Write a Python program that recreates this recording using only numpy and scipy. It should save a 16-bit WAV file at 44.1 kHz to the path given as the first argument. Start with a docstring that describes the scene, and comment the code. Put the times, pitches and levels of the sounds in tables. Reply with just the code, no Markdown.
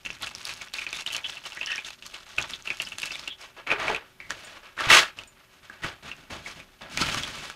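"""Battered onion rings frying

Battered onion rings fry in a shallow pan of hot oil, close to a single microphone.
Resonators driven by random clicks and noise make the steam fizz, bubble snaps and short rough tones.
Larger bubbles pop as decaying sines, flung droplets tick as short noise bursts, a small metal utensil
clinks as a set of ringing modes; filtered noise makes the air puffs and, with a sine, the kitchen hum."""
import sys
import numpy as np
from scipy import signal
from scipy.fft import rfft, irfft, next_fast_len
from scipy.io import wavfile

SR = 44100
rng = np.random.default_rng(int(sys.argv[2]) if len(sys.argv) > 2 else 0)


def wrap_up_sound(samples):
    """Save the sound to the file named by the first command line argument, as 16-bit audio."""
    columns = np.atleast_2d(samples).T
    # keep every value between -1 and 1, then stretch to whole-number steps
    tamed = np.clip(columns, -1, 1)
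    steps = np.round(tamed * 32767).astype(np.int16)
    wavfile.write(sys.argv[1], SR, steps)


N = 333351

# how steam leaves the batter: (time [s], smooth hiss relative to separate bubbles [dB])
HISS = [(0, -3.5), (3.3, -1), (3.7, 8.5), (4.9, 8), (7.56, 5)]


def from_db(db):
    """Amplitude gain of a level in dB."""
    return 10 ** (np.asarray(db) / 20)


def rms_one(x):
    """Scale to unit rms."""
    return x / np.sqrt(np.mean(x ** 2) + 1e-20)


def hiss_level_db():
    """Hiss relative to separate bubbles, one value per sample."""
    time_s, level_db = np.transpose(HISS)
    return np.interp(np.arange(N) / SR, time_s, level_db)


def at_hz(points, hz):
    """Read a spectrum in dB on a log-frequency axis."""
    point_hz, point_db = np.transpose(points)
    return np.interp(np.log(hz), np.log(point_hz), point_db)


def drift(rate_hz):
    """Slow random wander of unit rms: noise through two equal poles."""
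    step = 40   # samples per slow value
    r = np.exp(-2 * np.pi * rate_hz * step / SR)
    noise = rng.standard_normal(N // step + 2002)
    slow = signal.lfilter([1], [1, -2 * r, r * r], noise)[2000:]   # settled part
    return np.interp(np.arange(N) / step, np.arange(len(slow)), rms_one(slow))


def ring(clicks, hz, t60_s):
    """Two-pole resonator: a unit click starts a decaying sine of initial height 1."""
    r = np.exp(-np.log(1000) / (t60_s * SR))
    w = 2 * np.pi * min(hz, SR * .45) / SR
    return signal.lfilter([0, np.sin(w)], [1, -2 * r * np.cos(w), r * r], clicks + 1e-18)


def band_filter(low_hz, high_hz):
    """Second-order Butterworth band-pass design."""
    return signal.butter(2, [low_hz, high_hz], "band", fs=SR, output="sos")


def add(out, start_s, peak_db, sound):
    """Mix a short sound into the track at the given peak."""
    i = round(start_s * SR)
    out[i:i + len(sound)] += (from_db(peak_db) * sound / np.abs(sound).max())[:N - i]


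def coloured_noise(spectrum):
    """Steady noise of a given spectrum, unit rms."""
    size = next_fast_len(N)
    hz = np.maximum(np.arange(size // 2 + 1) * SR / size, 1)
    bins = rfft(rng.standard_normal(size)) * from_db(at_hz(spectrum, hz))
    return rms_one(irfft(bins, size)[:N])


def spurts():
    """Steam spurts rise, hold and fall in dB, summed in power: mid, deep, spray and puff control levels [dB]."""
    # (start [s], control level [dB], rise [s], hold [s], deep bubbles relative to level [dB],
    #  fine spray relative to level [dB], air puff control level [dB])
    spurt_rows = [(0.044,-47.5,0.0071,0.083,-19,-4.5,-52.5), (0.195,-43,0.02,0.057,4,-0.5,-51),
                  (.345,-52.5,0.0056,0.22,0,2,-58.5), (0.441,-43.5,0.015,0.032,2,4,-67),
                  (.585,-47.5,0.029,0.019,-1,-2.5,-76), (0.729,-46.5,0.012,0.092,-6,2,-62),
                  (.854,-43.5,0.013,0.0082,-6,-10,-68), (0.918,-43.5,0.041,0.011,1,4,-53),
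                  (1.055,-47,0.0078,0.066,2,0,-67), (1.101,-38,0.048,0.0094,3,-1.5,-57),
                  (1.235,-47,0.017,0.1,1,-1,-61), (1.425,-45.5,0.035,0.012,5,2,-59),
                  (1.5,-37.5,0.25,0.011,-35,-6.5,-63), (1.834,-50,0.0099,0.034,-9,6.5,-62),
                  (2.01,-56.5,0.027,0.039,10,9.5,-63), (2.131,-45.5,0.01,0.0064,5.5,1.5,-65),
                  (2.24,-48.5,0.11,0.0076,5,1,-67), (2.373,-35.5,0.0082,0.031,4,-11,-46),
                  (2.45,-45.5,0.058,0.016,3,2.5,-52), (2.638,-45.5,0.02,0.056,0,-0.5,-66),
                  (2.77,-50,0.019,0.09,3,5,-56.5), (2.91,-52.5,.017,0.026,3,2.5,-57),
                  (2.976,-46,0.01,0.1,-6,5.5,-59), (3.1,-48.5,0.022,0.12,2,0.5,-59),
                  (3.385,-45,0.035,0.0082,7,0.5,-75), (3.564,-42.5,0.0029,0.014,6.5,-13,-75),
                  (3.666,-21,0.048,0.012,2,-19,-50), (3.768,-26,0.042,0.12,1.5,-14,-46),
                  (4.195,-56,0.014,.093,3,-2,-59.5), (4.291,-38.5,.011,0.0055,8,0,-50),
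                  (4.35,-47,0.022,0.11,1,-1,-60), (4.5,-46,0.024,0.043,6,-6,-73),
                  (4.625,-45.5,0.0084,0.039,-4,-9,-77), (4.767,-25.5,0.042,0.14,-6.5,-11,-49.5),
                  (4.888,-11,0.019,0.069,-20,-2.5,-37), (5.162,-45,0.012,0.0092,7.5,-2.5,-52),
                  (5.349,-55,0.022,0.024,-24,-35,-78), (5.492,-63,0.038,0.028,-6,3,-75),
                  (5.626,-49.5,0.0053,0.005,-8,-4,-69), (5.69,-51,0.0091,0.074,3,-8,-61),
                  (5.82,-30.5,0.026,0.013,1,-7.5,-39), (6.024,-41,0.0063,0.061,-2,-6,-49),
                  (6.17,-51,0.018,0.031,5,-3.5,-56), (6.297,-39.5,0.0087,0.046,10,-2.5,-43),
                  (6.42,-43,0.045,0.027,4,1.5,-49.5), (6.55,-47.5,0.011,0.031,8,-1.5,-51.5),
                  (6.808,-42,0.0022,0.044,10,-11.5,-52.5), (6.898,-35.5,0.12,0.011,-10,3.5,-36.5),
                  (6.962,-32,0.06,0.066,7,1,-39), (7.1,-35,0.02,0.081,-2,2.5,-39.5),
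                  (7.23,-41.5,0.0093,0.16,2,1,-47), (7.389,-43,0.038,0.055,4,3,-54)]
    simmer_db, still_air_db = -63, -64   # between spurts
    rise_db = 14.5   # climb during the rise
    fall_db_per_s, fall_gain_per_s, calm_db = 173.5, 2.76, -44   # faster per dB above calm
    spray_falls = 1.215   # fine spray dies this much faster
    power = np.ones((4, N)) * from_db([[simmer_db], [simmer_db], [simmer_db], [still_air_db]]) ** 2
    t = np.arange(SR) / SR
    for start_s, db, rise_s, hold_s, deep_db, spray_db, puff_db in spurt_rows:
        fall = max(fall_db_per_s + fall_gain_per_s * (db - calm_db), 50)
        falls = fall * np.array([[1], [1], [spray_falls], [1]])
        climb_db = -rise_db * np.maximum(1 - t / max(rise_s, .001), 0)
        shape = from_db(climb_db - falls * np.maximum(t - rise_s - hold_s, 0))
        tops = from_db([[db], [db + deep_db], [db + spray_db], [puff_db]])
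        i = round(start_s * SR)
        power[:, i:i + SR] += (tops * shape)[:, :N - i] ** 2
    return 10 * np.log10(power)


def fizz(level_db, deep_db, spray_db, count=36):
    """Tiny bubbles burst at random over steam hiss; cascaded resonators swell and die within a few cycles."""
    fizz_spectrum = [(300, -60.5), (624, -2), (885, 0.5), (1340, -1), (2930, 0), (5610, 0), (10000, -7.5),
                     (16000, -25.5)]   # bubble sizes: (frequency [Hz], relative density [dB per Hz])
    bubbles_per_s, size_spread_db = 9000, 4   # nominal rate, all sizes together
    bubble_cycles = 5.6   # t60 of each resonator
    deep_hz, mid_hz, spray_hz = 600, 1870, 6360   # where each control acts fully
    hiss = from_db(hiss_level_db())
    sizes = from_db(size_spread_db * np.minimum(rng.exponential(1, N), 4)) * rng.choice([-1, 1], N)
    chance_of_burst = bubbles_per_s * from_db(3.0 * drift(40)) / SR
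    bursts = sizes * (rng.random(N) < chance_of_burst)
    dealt, out = rng.integers(0, count, N), np.zeros(N)
    steam = rng.standard_normal((3, N))   # neighbouring sizes hear unrelated steam
    pitches = np.geomspace(300, 15000, count)
    weights = from_db(at_hz(fizz_spectrum, pitches)) * np.sqrt(pitches)   # wider bands carry more power
    weights /= np.linalg.norm(weights)
    for k, (hz, weight) in enumerate(zip(pitches, weights)):
        deep = np.interp(np.log(hz), np.log([deep_hz, mid_hz]), [1, 0])
        spray = np.interp(np.log(hz), np.log([mid_hz, spray_hz]), [0, 1])
        tilt_db = deep * (deep_db - level_db) + spray * (spray_db - level_db)
        drive = (rms_one(bursts * (dealt == k)) + hiss * steam[k % 3]) / np.sqrt(1 + hiss ** 2)
        t60_s = bubble_cycles / hz
        out += weight * from_db(tilt_db) * rms_one(ring(ring(drive, hz, t60_s), hz, t60_s))
    out = signal.sosfilt(signal.butter(3, 330, "high", fs=SR, output="sos"), out)
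    wander_db = 4.44 * drift(47) / np.sqrt(1 + hiss ** 2)   # smaller under strong hiss
    return from_db(level_db - 4.0 + wander_db) * out


def snaps(level_db, per_s=350, snap_db=-6, spread_db=9.5, duller_db=1.0):
    """Middling bubbles snap singly, quieter as hiss grows; each rings all pool pitches at random strengths."""
    snap_hz = [2620, 3500, 4370, 5500, 6460]   # ringing pitches of the oil pool: (frequency [Hz])
    snap_cycles = 20   # t60
    born = np.flatnonzero(rng.random(N) < per_s / SR)
    size_db = 12.0 * np.minimum(rng.exponential(1, len(born)), 2.0)
    rings = np.zeros(N)
    for k, hz in enumerate(snap_hz):
        strength_db = size_db + spread_db * rng.standard_normal(len(born)) - duller_db * k
        clicks = np.zeros(N)
        clicks[born] = from_db(strength_db) * (-1) ** k
        rings += ring(clicks, hz, snap_cycles / hz)
    return from_db(level_db - 2.07 * hiss_level_db() + snap_db) * rms_one(rings)


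def pops(cycles=16.3, swell_s=0.00048, sputter_db=-9):
    """A larger bubble swells into a decaying tone, splatters, and smaller ones of like pitch sputter after it."""
    # (time [s], peak of the whole pop [dB], pitch [Hz], splatter relative to tone [dB])
    pop_rows = [(.061, -18, 2660, -14), (.27, -25.5, 2670, -18), (0.613, -28, 2350, -28),
                (0.738, -22.5, 2470, 3), (0.785, -22, 2470, -29), (0.818, -25.5, 2400, -17),
                (0.866, -18.5, 2510, -17), (.929, -16.5, 2460, 3), (.963, -30, 2500, -12),
                (1.021, -25, 2600, 5), (1.063, -17.5, 2970, -6), (1.075, -19.5, 3650, -12),
                (1.103, -24, 2660, -8), (1.147, -20, 2900, -11), (1.18, -20, 2450, 1.5),
                (1.243, -25.5, 2720, -18), (1.323, -29, 3560, -5), (1.37, -27.5, 2800, -22),
                (1.453, -28, 2930, -13), (1.521, -28.5, 2780, -6), (1.572, -25.5, 1940, -12),
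                (1.612, -18, 2620, -17), (1.63, -20.5, 2740, -13), (1.67, -24, 2900, -28),
                (1.717, -20, 2600, -25), (1.78, -21, 2400, -19), (1.847, -25.5, 3560, -20),
                (1.905, -24, 2580, 8), (2.024, -29, 2780, 0), (2.144, -25, 2980, -5),
                (2.383, -12.5, 2550, -17), (2.422, -22, 3380, -11), (2.535, -20.5, 3500, -22),
                (2.674, -19, 2750, -16), (2.703, -12.5, 2440, -11), (2.8, -15, 2830, -35),
                (2.851, -29, 5100, -12), (2.871, -29.5, 2850, -16), (2.92, -24.5, 2760, -12),
                (2.984, -17, 2610, 6), (3.031, -17.5, 2700, -9), (3.075, -27, 2660, -20),
                (3.107, -24, 2620, -19), (3.117, -26.5, 5040, -18), (3.155, -22, 2370, 2),
                (3.195, -22, 5200, 6), (3.276, -19, 2780, -35), (3.672, -17.5, 2510, -15),
                (3.692, -27, 2380, -14), (3.703, -14, 2460, -24), (3.715, -10, 2510, -18),
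                (3.8, -24, 1740, -2), (3.881, -15.5, 2300, -12), (3.9, -16, 820, -16),
                (3.947, -15.5, 2520, -10), (3.962, -20, 2630, -9), (4.202, -28.5, 2260, -15),
                (4.306, -11.5, 1790, 3.5), (4.778, -24.5, 1420, -20), (4.79, -20.5, 1780, -21),
                (4.807, -16.5, 1280, -3.5), (4.871, -24, 109, -30), (4.902, -4, 1980, -15),
                (5.188, -24, 2760, -2), (5.236, -29.5, 2560, 5), (5.698, -30, 1600, -6),
                (5.836, -22.5, 1930, -10), (5.845, -20.5, 1300, -6), (5.846, -25, 198, -15),
                (6.115, -24, 2700, -22), (6.461, -27, 2190, -15), (6.601, -30.5, 2390, -7),
                (6.82, -28, 3580, 3), (6.974, -10, 2390, 3), (7.014, -19.5, 247, -30),
                (7.016, -14.5, 4560, -15), (7.021, -10.5, 1353, 0), (7.087, -16, 2360, 0),
                (7.145, -16, 1190, 5), (7.171, -27.5, 200, -25), (7.234, -18, 3320, 1.5),
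                (7.5, -20.5, 1610, 9)]
    sputter_t60_s, longest_ring_s = 0.078, 0.018   # deep pops die as thumps
    out, t = np.zeros(N), np.arange(round(.15 * SR)) / SR
    chance = rng.standard_normal((len(pop_rows), 2, len(t)))
    splat_band = band_filter(600, 6000)
    fading = from_db(-60 * t / sputter_t60_s)
    for (start_s, db, hz, splat_db), (push, spit) in zip(pop_rows, chance):
        decay = from_db(-60 * t / min(cycles * 2 / hz, longest_ring_s))
        tone = np.sin(2 * np.pi * hz * t) * (1 - np.exp(-t / swell_s)) * decay
        sputter = rms_one(ring(push * np.abs(spit), hz, cycles / hz)) * from_db(sputter_db) * fading
        sputter *= 1 - np.exp(-t / 0.0011)
        splat = rms_one(signal.sosfilt(splat_band, spit)) * (from_db(-60 * t / 0.0056) + 0.032 * fading)
        add(out, start_s, db, tone / np.abs(tone).max() + sputter + from_db(splat_db) * splat)
    return out


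def rough_tones(cycles=16.8):
    """Short rough tones: thin steam jets squeak, and the pan body hums low or rings briefly."""
    tone_rows = [(0.925, -29, 3640, 0.056), (1.102, -29.5, 3070, 0.063), (1.237, -24.5, 3220, 0.028),
                 (1.669, -27, 1836, 0.09), (1.67, -27, 2930, 0.081), (3.129, -29, 3660, 0.028),
                 (3.292, -29, 3340, 0.047), (3.7, -29, 427, 0.084), (3.859, -26.5, 429, .11),
                 (3.715, -23, 2480, 0.03), (4.202, -42, 2100, 0.091), (5.705, -48, 1600, 0.082)]   # (time [s], peak [dB], pitch [Hz], length [s])
    out, t = np.zeros(N), np.arange(round(.4 * SR)) / SR
    chance = rng.standard_normal((len(tone_rows), 2, len(t)))
    for (start_s, db, hz, length_s), (noise, grit) in zip(tone_rows, chance):
        envelope = (1 - np.exp(-t / 0.013)) * np.exp(-(t / length_s) ** 3)
        drive = noise * np.abs(grit) * envelope
        add(out, start_s, db, ring(ring(drive, hz, cycles / hz), hz, cycles / hz))
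    return out


def ticks(spray_db, low_hz=3500, high_hz=11000, per_s=200, small_db=11.0):
    """Flung droplets land as sharp noise spits; small random ones follow the spray, quieter as hiss grows."""
    tick_rows = [(0.2223, -26), (0.276, -36), (.383, -35), (.43, -35), (0.453, -19), (0.538, -26.5),
                 (0.7377, -24), (.9295, -37), (0.971, -32), (1.011, -32), (1.067, -26), (1.1245, -24),
                 (1.13, -27), (1.138, -26), (1.1653, -16.5), (1.303, -34), (1.4644, -27), (1.549, -32),
                 (2.065, -26), (2.387, -25.5), (2.426, -22.5), (2.485, -39), (2.508, -24.5), (2.771, -31.5),
                 (2.82, -18.5), (2.888, -32), (2.985, -20.5), (3.0003, -24), (3.019, -23.5), (3.057, -21.5),
                 (3.195, -37), (3.279, -23.5), (4.807, -28), (5.18, -46), (6.906, -52), (7.015, -19)]   # (time [s], peak before the pan hollow [dB])
    out, t = np.zeros(N), np.arange(SR // 50) / SR
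    band = band_filter(low_hz, high_hz)
    landings = (rng.random(N) < per_s / SR) * rng.standard_normal(N)
    small = landings * from_db(spray_db - 2 * hiss_level_db() + small_db)
    chance = rng.standard_normal((len(tick_rows), len(t)))
    for (start_s, db), spit in zip(tick_rows, chance):
        add(out, start_s, db, signal.sosfilt(band, spit * from_db(-60 * t / 0.0039)))
    return out + signal.sosfilt(band, small + 1e-18)


def clinks():
    """Each utensil touch sets every metal mode ringing with a random strength."""
    clink_rows = [(4.447, -36), (5.268, -58), (5.275, -40.5)]   # touches: (time [s], peak [dB])
    # utensil modes: (frequency [Hz], mean relative level [dB], t60 [s])
    mode_rows = [(5530, -16, .1), (7014, -3, .14), (8362, 0, .09), (11190, -9, .07), (13690, -16, .05),
                 (14640, -21, .05)]
    out, click = np.zeros(N), signal.unit_impulse(SR // 4)
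    chance = rng.standard_normal((len(clink_rows), len(mode_rows)))
    for (start_s, db), strengths in zip(clink_rows, chance):
        touch = np.zeros(len(click))
        for (hz, mode_db, t60_s), strength in zip(mode_rows, strengths):
            touch += from_db(mode_db + 2 * strength) * ring(click, hz, t60_s)
        add(out, start_s, db, touch)
    return out


def pan_hollow(x, lift_db=-4):
    """Air modes between the rings and the pan wall: parallel band-pass resonances added to the sound."""
    # (frequency [Hz], width [Hz], level before lift_db [dB])
    hollow_rows = [(1424, 606, 10), (2510, 1700, 12), (6380, 149, 5.5)]
    out = x.copy()
    for hz, width_hz, db in hollow_rows:
        r = np.exp(-np.pi * width_hz / SR)
        zeros = [(1 - r * r) / 2, 0, (r * r - 1) / 2]
        poles = [1, -2 * r * np.cos(2 * np.pi * hz / SR), r * r]
        out += from_db(db + lift_db) * signal.lfilter(zeros, poles, x)
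    return out


def pan_echo(x, t60_s=0.078):
    """Pan walls and cooktop smear sound into a short noisy tail of unit energy."""
    t = np.arange(round(.2 * SR)) / SR
    tail = rng.standard_normal(len(t)) * from_db(-60 * t / t60_s) * (t > .002)
    tail = signal.lfilter([.5], [1, -.5], tail)
    return signal.fftconvolve(x, tail / np.sqrt(np.sum(tail ** 2)))[:N]


def puffs(puff_db):
    """Steam spurts push air past the microphone: low, lumpy noise in two bands of equal rms."""
    air = rng.standard_normal((2, N))
    rumble = rms_one(signal.sosfilt(band_filter(30, 135), air[0]))
    flutter = rms_one(signal.sosfilt(band_filter(115, 300), air[1]))
    return from_db(puff_db - 4.5 + 0.9 * drift(18)) * (rumble + flutter)


def kitchen(air_db=-63.5):
    """Room air as coloured noise, with a faint steady appliance tone."""
    air_spectrum = [(15, -34), (25, 24.5), (263, -6), (373, -7), (531, 9), (2000, 3), (2410, -13),
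                    (14800, 1.5), (16000, -46.5)]   # kitchen air: (frequency [Hz], relative density [dB per Hz])
    drone_rows = [(376.8, -72)]   # appliance tone: (frequency [Hz], rms level [dB])
    (hz, drone_db), = drone_rows
    drone = np.sqrt(2) * from_db(drone_db) * np.sin(2 * np.pi * hz * np.arange(N) / SR)
    return from_db(air_db) * coloured_noise(air_spectrum) + drone


def scene():
    """Everything in the pan with its echo, over air puffs and the room."""
    level_db, deep_db, spray_db, puff_db = spurts()
    oil = pan_hollow(fizz(level_db, deep_db, spray_db) + ticks(spray_db))
    oil += snaps(level_db) + pops() + rough_tones() + clinks()
    echo = from_db(-13.5) * pan_echo(oil)
    return (oil + echo + puffs(puff_db) + kitchen())[None]


def record(dry):
    """The microphone rolls off gently, peaks beyond full scale clip, and a steep low-pass cuts the top."""
    cutoff_hz = 15750
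    duller = signal.sosfilt(signal.butter(1, 11000, fs=SR, output="sos"), dry)
    low_pass = signal.ellip(16, .3, 75, cutoff_hz, fs=SR, output="sos")
    return signal.sosfilt(low_pass, np.clip(duller, -1, 1))


dry = scene()
out = record(dry)
wrap_up_sound(out)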